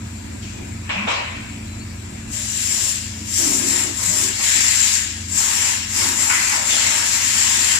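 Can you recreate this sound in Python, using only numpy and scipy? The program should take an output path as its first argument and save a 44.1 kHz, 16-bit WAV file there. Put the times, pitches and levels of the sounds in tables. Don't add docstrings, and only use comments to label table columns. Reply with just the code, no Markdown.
import sys
import numpy as np
from scipy import signal
from scipy.fft import rfft, irfft, next_fast_len
from scipy.io import wavfile
from scipy.ndimage import uniform_filter1d, map_coordinates

SR = 44100
rng = np.random.default_rng(int(sys.argv[2]) if len(sys.argv) > 2 else 0)


def ratio_of_db(decibels):
    return 10 ** (np.asarray(decibels, float) / 20)


def transcribe(u):
    v = np.clip(np.atleast_2d(u).T, -1, 1)
    q = np.round(v * 32767).astype(np.int16)
    wavfile.write(sys.argv[1], SR, q)


N = 343521

# crack_s, full_s, shut_s, open_level_db, shut_level_db
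AIR_BLASTS = [(2.282, 2.333, 2.54, -28.5, -29.5), (2.42, 2.605, 2.9, -23.5, -20.5),
              (3.258, 3.387, 3.59, -17.5, -19.5), (3.584, 3.684, 3.81, -19.5, -21),
              (3.907, 4.026, 4.24, -21, -18.5), (4.332, 4.444, 4.956, -19.5, -20.5),
              (5.283, 5.38, 5.722, -19.5, -21), (5.876, 5.965, 6.09, -19, -20),
              (6.117, 6.207, 6.57, -19.5, -22.5), (6.54, 6.674, 7.0, -22, -22),
              (6.95, 7.063, 7.74, -21.5, -19.5)]
BLAST_ROAR = [-25, -30.5, -24.5, -18, -21, -22.5, -16.5, -13.5, -13.5, -12, -17]
# time_s, body_over_hiss_db
JET_AIM = [(2.3, -12), (2.9, -17), (3.4, -25.5), (3.75, -16.5), (4.1, -24), (4.3, -14), (4.5, -7),
           (4.9, -9.5), (5.4, -15.5), (5.65, -9.5), (6.0, -14), (6.22, -19.5), (6.4, -12), (6.65, -12),
           (6.78, -7), (7.0, -10), (7.79, -9)]
# freq_hz, density_db
HISS_SPECTRUM = [(1200, -39), (2500, -10), (4000, -8), (6000, 1), (8000, -0.5), (9500, -2), (11500, -7),
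                 (16000, -12.5)]
# freq_hz, density_db
BODY_SPECTRUM = [(900, -29.5), (1350, -15), (1700, -2.5), (2400, -1.5), (2750, 1), (3100, -3), (4500, -6),
                 (7000, -6)]
# freq_hz, density_db
ROAR_SPECTRUM = [(300, -7), (500, -11.5), (800, -2), (900, 1), (1200, -2), (1500, -2.5), (2200, -1)]
# start_s, level_db, t60_s, low_hz, high_hz
CYLINDER_SLAMS = [(.42, -36.5, 0.92, 2600, 6950), (0.891, -20.5, 0.14, 1500, 4000),
                  (0.891, -23.5, 1.6, 1290, 3300), (.9, -37, 1.2, 3500, 6050), (0.89, -28, 1.4, 560, 1220),
                  (1.071, -21.5, 0.77, 440, 1320), (1.072, -20.5, 1.14, 1140, 4360),
                  (1.07, -27, 1.4, 2200, 2900), (2.17, -40, 0.4, 1200, 7000), (3.39, -38.5, 1.4, 450, 1500),
                  (4.929, -22, .25, 6010, 9100), (5.31, -29, 0.55, 6800, 8160),
                  (5.374, -19, .2, 6050, 8900), (5.43, -25, .15, 6000, 9000), (6.295, -15, 0.48, 806, 2710),
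                  (6.519, -20, 0.38, 770, 2300), (6.68, -37, 0.6, 1400, 2600), (6.69, -22, 1.8, 2800, 6370),
                  (6.8, -23, 0.66, 1500, 5500)]
# start_s, level_db,
# t60_s, low_hz, high_hz
VENT_SIGHS = [(.84, -35, 1.6, 1300, 2800), (.94, -33, 2.2, 2000, 2700), (1.078, -32.5, 0.39, 4430, 10100),
              (1.1, -29, 0.59, 480, 990), (1.1, -25.5, 0.48, 2600, 5980), (1.169, -46, 0.22, 4430, 8460),
              (2.76, -39, 1.1, 450, 1400), (3.33, -21, 0.65, 5400, 6360), (3.98, -29.5, 0.78, 400, 2500),
              (4.38, -27.5, 0.74, 450, 2500), (3.68, -25, 0.41, 1800, 3020), (6.33, -21, 1.1, 1180, 2800),
              (6.56, -33.5, 2.5, 523, 900)]
# centre_hz, width_hz, level_db
FRAME_MODES = [(570, 220, -2.5), (876, 450, -4), (1070, 42, 0), (1500, 220, -5), (1820, 500, -2),
               (2460, 670, 2.5), (3500, 980, -6), (5960, 1700, -6)]
# start_s, end_s, first_pitch_hz, last_pitch_hz, level_db
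SERVO_TONES = [(0.535, 0.727, 2470, 2480, -56), (.96, 1.059, 190, 217, -35),
               (1.675, 1.823, 4020, 4080, -56), (1.79, 1.838, 4150, 4530, -55),
               (1.83, 1.94, 4500, 4500, -60), (1.863, 1.93, 4750, 4820, -59), (2.332, 2.446, 595, 614, -57),
               (4.071, 4.132, 157, 177, -41.5), (4.165, 4.32, 389, 385, -45), (4.101, 4.21, 625, 610, -51),
               (6.3, 6.337, 1476, 1467, -29), (6.52, 6.56, 864, 850, -34)]
# start_s, length_s, level_db
SLIDE_RUNS = [
    (.33, 0.043, -52),
    (.56, .14, -41.5),
    (0.998, 0.21, -41.5),
    (2.72, 0.15, -43),
    (3.41, 0.26, -27.5),
    (3.698, 0.21, -29.5),
    (4.13, .18, -36.5),
    (4.56, 0.084, -40.5),
    (5.998, 0.15, -38),
    (7.554, 0.084, -40),
]
# freq_hz, density_db
RAIL_SPECTRUM = [(150, -10.5), (230, -4), (300, 1.5), (390, 0), (440, -13.5), (700, -10.5)]
# pitch_hz, level_db, width_hz
MOTOR_LINES = [(59.2, -44.5, 14), (88.1, -37.5, 1.147), (111.7, -41, 2.5), (181.6, -49.5, 16),
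               (220.3, -41.5, 2.513), (305, -53.5, 9.2)]
# freq_hz, density_db
RUMBLE_SPECTRUM = [(25, -2), (45, -7.5), (110, 6), (130, -7.5), (170, -1.5), (250, -5), (400, -27),
                   (700, -36), (1200, -47)]
# freq_hz, density_db
FAR_AIR_SPECTRUM = [(250, -9), (500, 1.5), (700, 2), (1200, 4), (2400, 10), (3000, 3.5), (6000, 2),
                    (9500, -3), (11500, -10.5), (16000, -7)]
# freq_hz, correlation (-1 to 1)
PORT_LIKENESS = [(60, 1), (110, 0.9), (200, 1), (380, 0.078), (700, -0.52), (1290, 0.19), (2380, -0.11),
                 (4400, -0.0094), (8120, -0.042), (15000, 0.055)]
# freq_hz, gain_db
LEFT_PORT = [(500, 1.5), (1000, 2), (3000, 0), (5000, 3), (6500, 3.5), (7450, 16.5), (8100, 6.5), (9000, 0),
             (10300, -4), (13000, -2.5)]
# freq_hz, gain_db
RIGHT_PORT = [(500, 1.5), (8200, -3.5), (9500, 4), (10500, -1), (12000, -1)]

CRACKED_DB = 17.5
HISS_T60_S, METAL_T60_S, METAL_LAG_S = 0.53, 1.0, 0.039
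LEAK_DB, LEAK_METAL_DB = -39, -9.5
SLAM_RISE_S, VENT_RISE_S = 0.0047, 0.023
SLIDE_EDGE_S, IDLE_DB, IDLE_SWING_DB = 0.037, -45, 2
HUM_DB, FAR_AIR_DB = -1, -41
KNEE_DB, SQUEEZE, RECOVER_S = -32, 0.55, 0.057
TOP_HZ = 15250


def jets():
    t = np.arange(N) / SR
    hiss, body, roar = rush(HISS_SPECTRUM, BODY_SPECTRUM, ROAR_SPECTRUM, patchy_db=1.57)
    no_trim = np.zeros(len(AIR_BLASTS))
    leak = ratio_of_db(LEAK_DB) * (t > AIR_BLASTS[0][1])
    flow = np.hypot(valves(HISS_T60_S, no_trim), leak)
    aim = ratio_of_db(np.interp(t, *np.transpose(JET_AIM)))
    struck = lagged(valves(METAL_T60_S, no_trim) * aim, METAL_LAG_S) + leak * ratio_of_db(LEAK_METAL_DB)
    low = lagged(valves(HISS_T60_S, BLAST_ROAR), METAL_LAG_S)
    flutter = ratio_of_db(0.29 * wobble(11) + 0.47 * wobble(150))
    return flutter * (ratio_of_db(-4) * flow * hiss + ratio_of_db(4) * struck * body + ratio_of_db(3) * low * roar)


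def valves(t60_s, trims_db):
    t = np.arange(0, N / SR + 0.01, 0.002)
    power = np.zeros(len(t))
    for (crack, full, shut, open_db, shut_db), trim_db in zip(AIR_BLASTS, trims_db):
        held_db = np.interp(t, [crack, full, shut], [open_db - CRACKED_DB, open_db, shut_db], left=-200)
        decay_db = 60 * np.maximum(t - shut, 0) / t60_s
        power += ratio_of_db(held_db + trim_db - decay_db) ** 2
    return np.interp(np.arange(N) / SR, t, np.sqrt(power))


def slams():
    rattle = diffuse([frame], patchy_db=2.5)[0]
    out = np.zeros((2, N))
    events = [(SLAM_RISE_S, *row) for row in CYLINDER_SLAMS] + [(VENT_RISE_S, *row) for row in VENT_SIGHS]
    for rise_s, start_s, db, t60_s, low_hz, high_hz in events:
        first = round(start_s * SR)
        at = slice(first, min(first + SR, N))
        age = np.arange(at.stop - at.start) / SR
        band = signal.butter(3, [low_hz, high_hz], "band", fs=SR, output="sos")
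        swell = ratio_of_db(db - 60 * age / t60_s) * (1 - np.exp(-age / rise_s))
        grain = rattle[:, rng.integers(N - SR):][:, :len(age)]
        out[:, at] += swell * unit(signal.sosfilt(band, grain))
    return out


def frame(hz):
    power = 0
    for centre, width, db in FRAME_MODES:
        damping = hz * width
        power = power + (ratio_of_db(db) * damping) ** 2 / ((centre ** 2 - hz ** 2) ** 2 + damping ** 2)
    return np.sqrt(power)


def tones():
    age = np.arange(SR // 2) / SR
    out = np.zeros((2, N))
    for start, end, first_hz, last_hz, db in SERVO_TONES:
        gate = np.clip(np.minimum(age / 0.0049, (end - start - age) / 0.013 + 1), 0, 1)
        lag = np.array([[0], [rng.random() * min(first_hz / 3000, 0.25)]])
        glide_hz = np.interp(age, [0, end - start], [first_hz, last_hz])
        pitch_hz = glide_hz * (1 + 0.0032 * wobble(39, size=len(age)))
        level = ratio_of_db(db + 5 + 3.3 * wobble(43, size=len(age))) * gate
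        tone = level * np.sin(2 * np.pi * (np.cumsum(pitch_hz) / SR + lag))
        out[:, round(start * SR):][:, :len(age)] += tone
    return out


def hall(loud):
    air, rail, rumble = rush(FAR_AIR_SPECTRUM, RAIL_SPECTRUM, RUMBLE_SPECTRUM, patchy_db=1.5)
    heard_power = lagged(np.mean(loud ** 2, 0), RECOVER_S)
    gain_db = -SQUEEZE * 10 * np.log10(1 + heard_power / ratio_of_db(KNEE_DB) ** 2)
    far = ratio_of_db(FAR_AIR_DB + 0.47 * gain_db) * air
    t = np.arange(N) / SR
    rolling = ratio_of_db(IDLE_DB + IDLE_SWING_DB * wobble(6) + 0.5 * gain_db)
    for start, length, db in SLIDE_RUNS:
        inside_s = np.minimum(t - start, start + length - t)
        rolling = rolling + ratio_of_db(db) * np.clip(inside_s / SLIDE_EDGE_S + 1, 0, 1)
    bed = hum() + ratio_of_db(-37.5) * rumble
    return far + ratio_of_db(-6) * rolling * rail + ratio_of_db(HUM_DB + gain_db) * bed


def hum():
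    t = np.arange(N) / SR
    lines = np.zeros(N)
    for hz, db, width_hz in MOTOR_LINES:
        drift = np.cumsum(width_hz / 2 * wobble(width_hz + 1)) / SR
        level = ratio_of_db(db + 3.5 + 0.99 * wobble(width_hz + 1))
        lines += level * np.sin(2 * np.pi * (hz * t + drift + rng.random()))
    return lines


def rush(*spectra, patchy_db):
    def colour(spectrum):
        points = [(5, -120), *spectrum, (21000, -120)]
        return lambda hz: ratio_of_db(along(points, hz))
    return diffuse([colour(spectrum) for spectrum in spectra], patchy_db)


def diffuse(colours, patchy_db):
    placed, echo_t60_s = 0.47, 0.17
    bins, frames, m = 257, N // 256 + 3, next_fast_len(N + SR // 2)
    patches = uniform_filter1d(rng.standard_normal((bins, frames)), size=5, axis=0)
    patches = uniform_filter1d(patches, size=10, axis=1)
    z = rng.standard_normal((2, 3, bins, frames)) * ratio_of_db(patchy_db * unit(patches))
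    noise = signal.istft(z[0] + 1j * z[1], window="cosine", nperseg=512)[1][:, :N]
    left, right, spot = rfft(noise, m)
    age = np.arange(SR // 2) / SR
    echoes = rng.standard_normal((2, len(age))) * ratio_of_db(-60 * age / echo_t60_s)
    paths = rfft(echoes / np.linalg.norm(echoes[0]), m)
    pair = np.sqrt(1 - placed) * np.array([left, right]) + np.sqrt(placed) * spot * paths
    hz = np.fft.rfftfreq(m, 1 / SR)
    turn = np.arccos(np.clip(along(PORT_LIKENESS, hz), -1, 1)) / 2
    mixed = (np.cos(turn) + np.sin(turn)) * pair + (np.cos(turn) - np.sin(turn)) * pair[::-1]
    return [unit(irfft(mixed * colour(hz), m)[:, :N]) for colour in colours]


def wobble(rate_hz, size=N):
    knots = rng.standard_normal(int(size * rate_hz / SR) + 4)
    return map_coordinates(knots, [np.arange(size) * rate_hz / SR], order=2)


def lagged(x, memory_s):
    keep = np.exp(-1 / (memory_s * SR))
    return signal.lfilter([1 - keep], [1, -keep], x)


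def along(points, hz):
    f, v = np.transpose(points)
    return np.interp(np.log(hz + 1), np.log(f + 1), v)


def unit(x):
    return x / np.sqrt(np.mean(x ** 2) + 1e-20)


def filtered(x, response):
    m = next_fast_len(N + 8192)
    return irfft(rfft(x, m) * response(np.fft.rfftfreq(m, 1 / SR)), m)[..., :N]


def scene():
    loud = jets() + slams()
    return hall(loud) + loud + tones()


def roll_off(x):
    return signal.sosfilt(signal.butter(12, 16310, fs=SR, output="sos"), x)


def record(dry):
    ports = filtered(dry, lambda hz: ratio_of_db([along(LEFT_PORT, hz), along(RIGHT_PORT, hz)]))
    ports = ports / (1 + np.abs(ports / 0.9) ** 6) ** (1 / 6)
    mix = filtered(ports, lambda hz: hz < TOP_HZ)
    return roll_off(mix)


dry = scene()
out = record(dry)
transcribe(out)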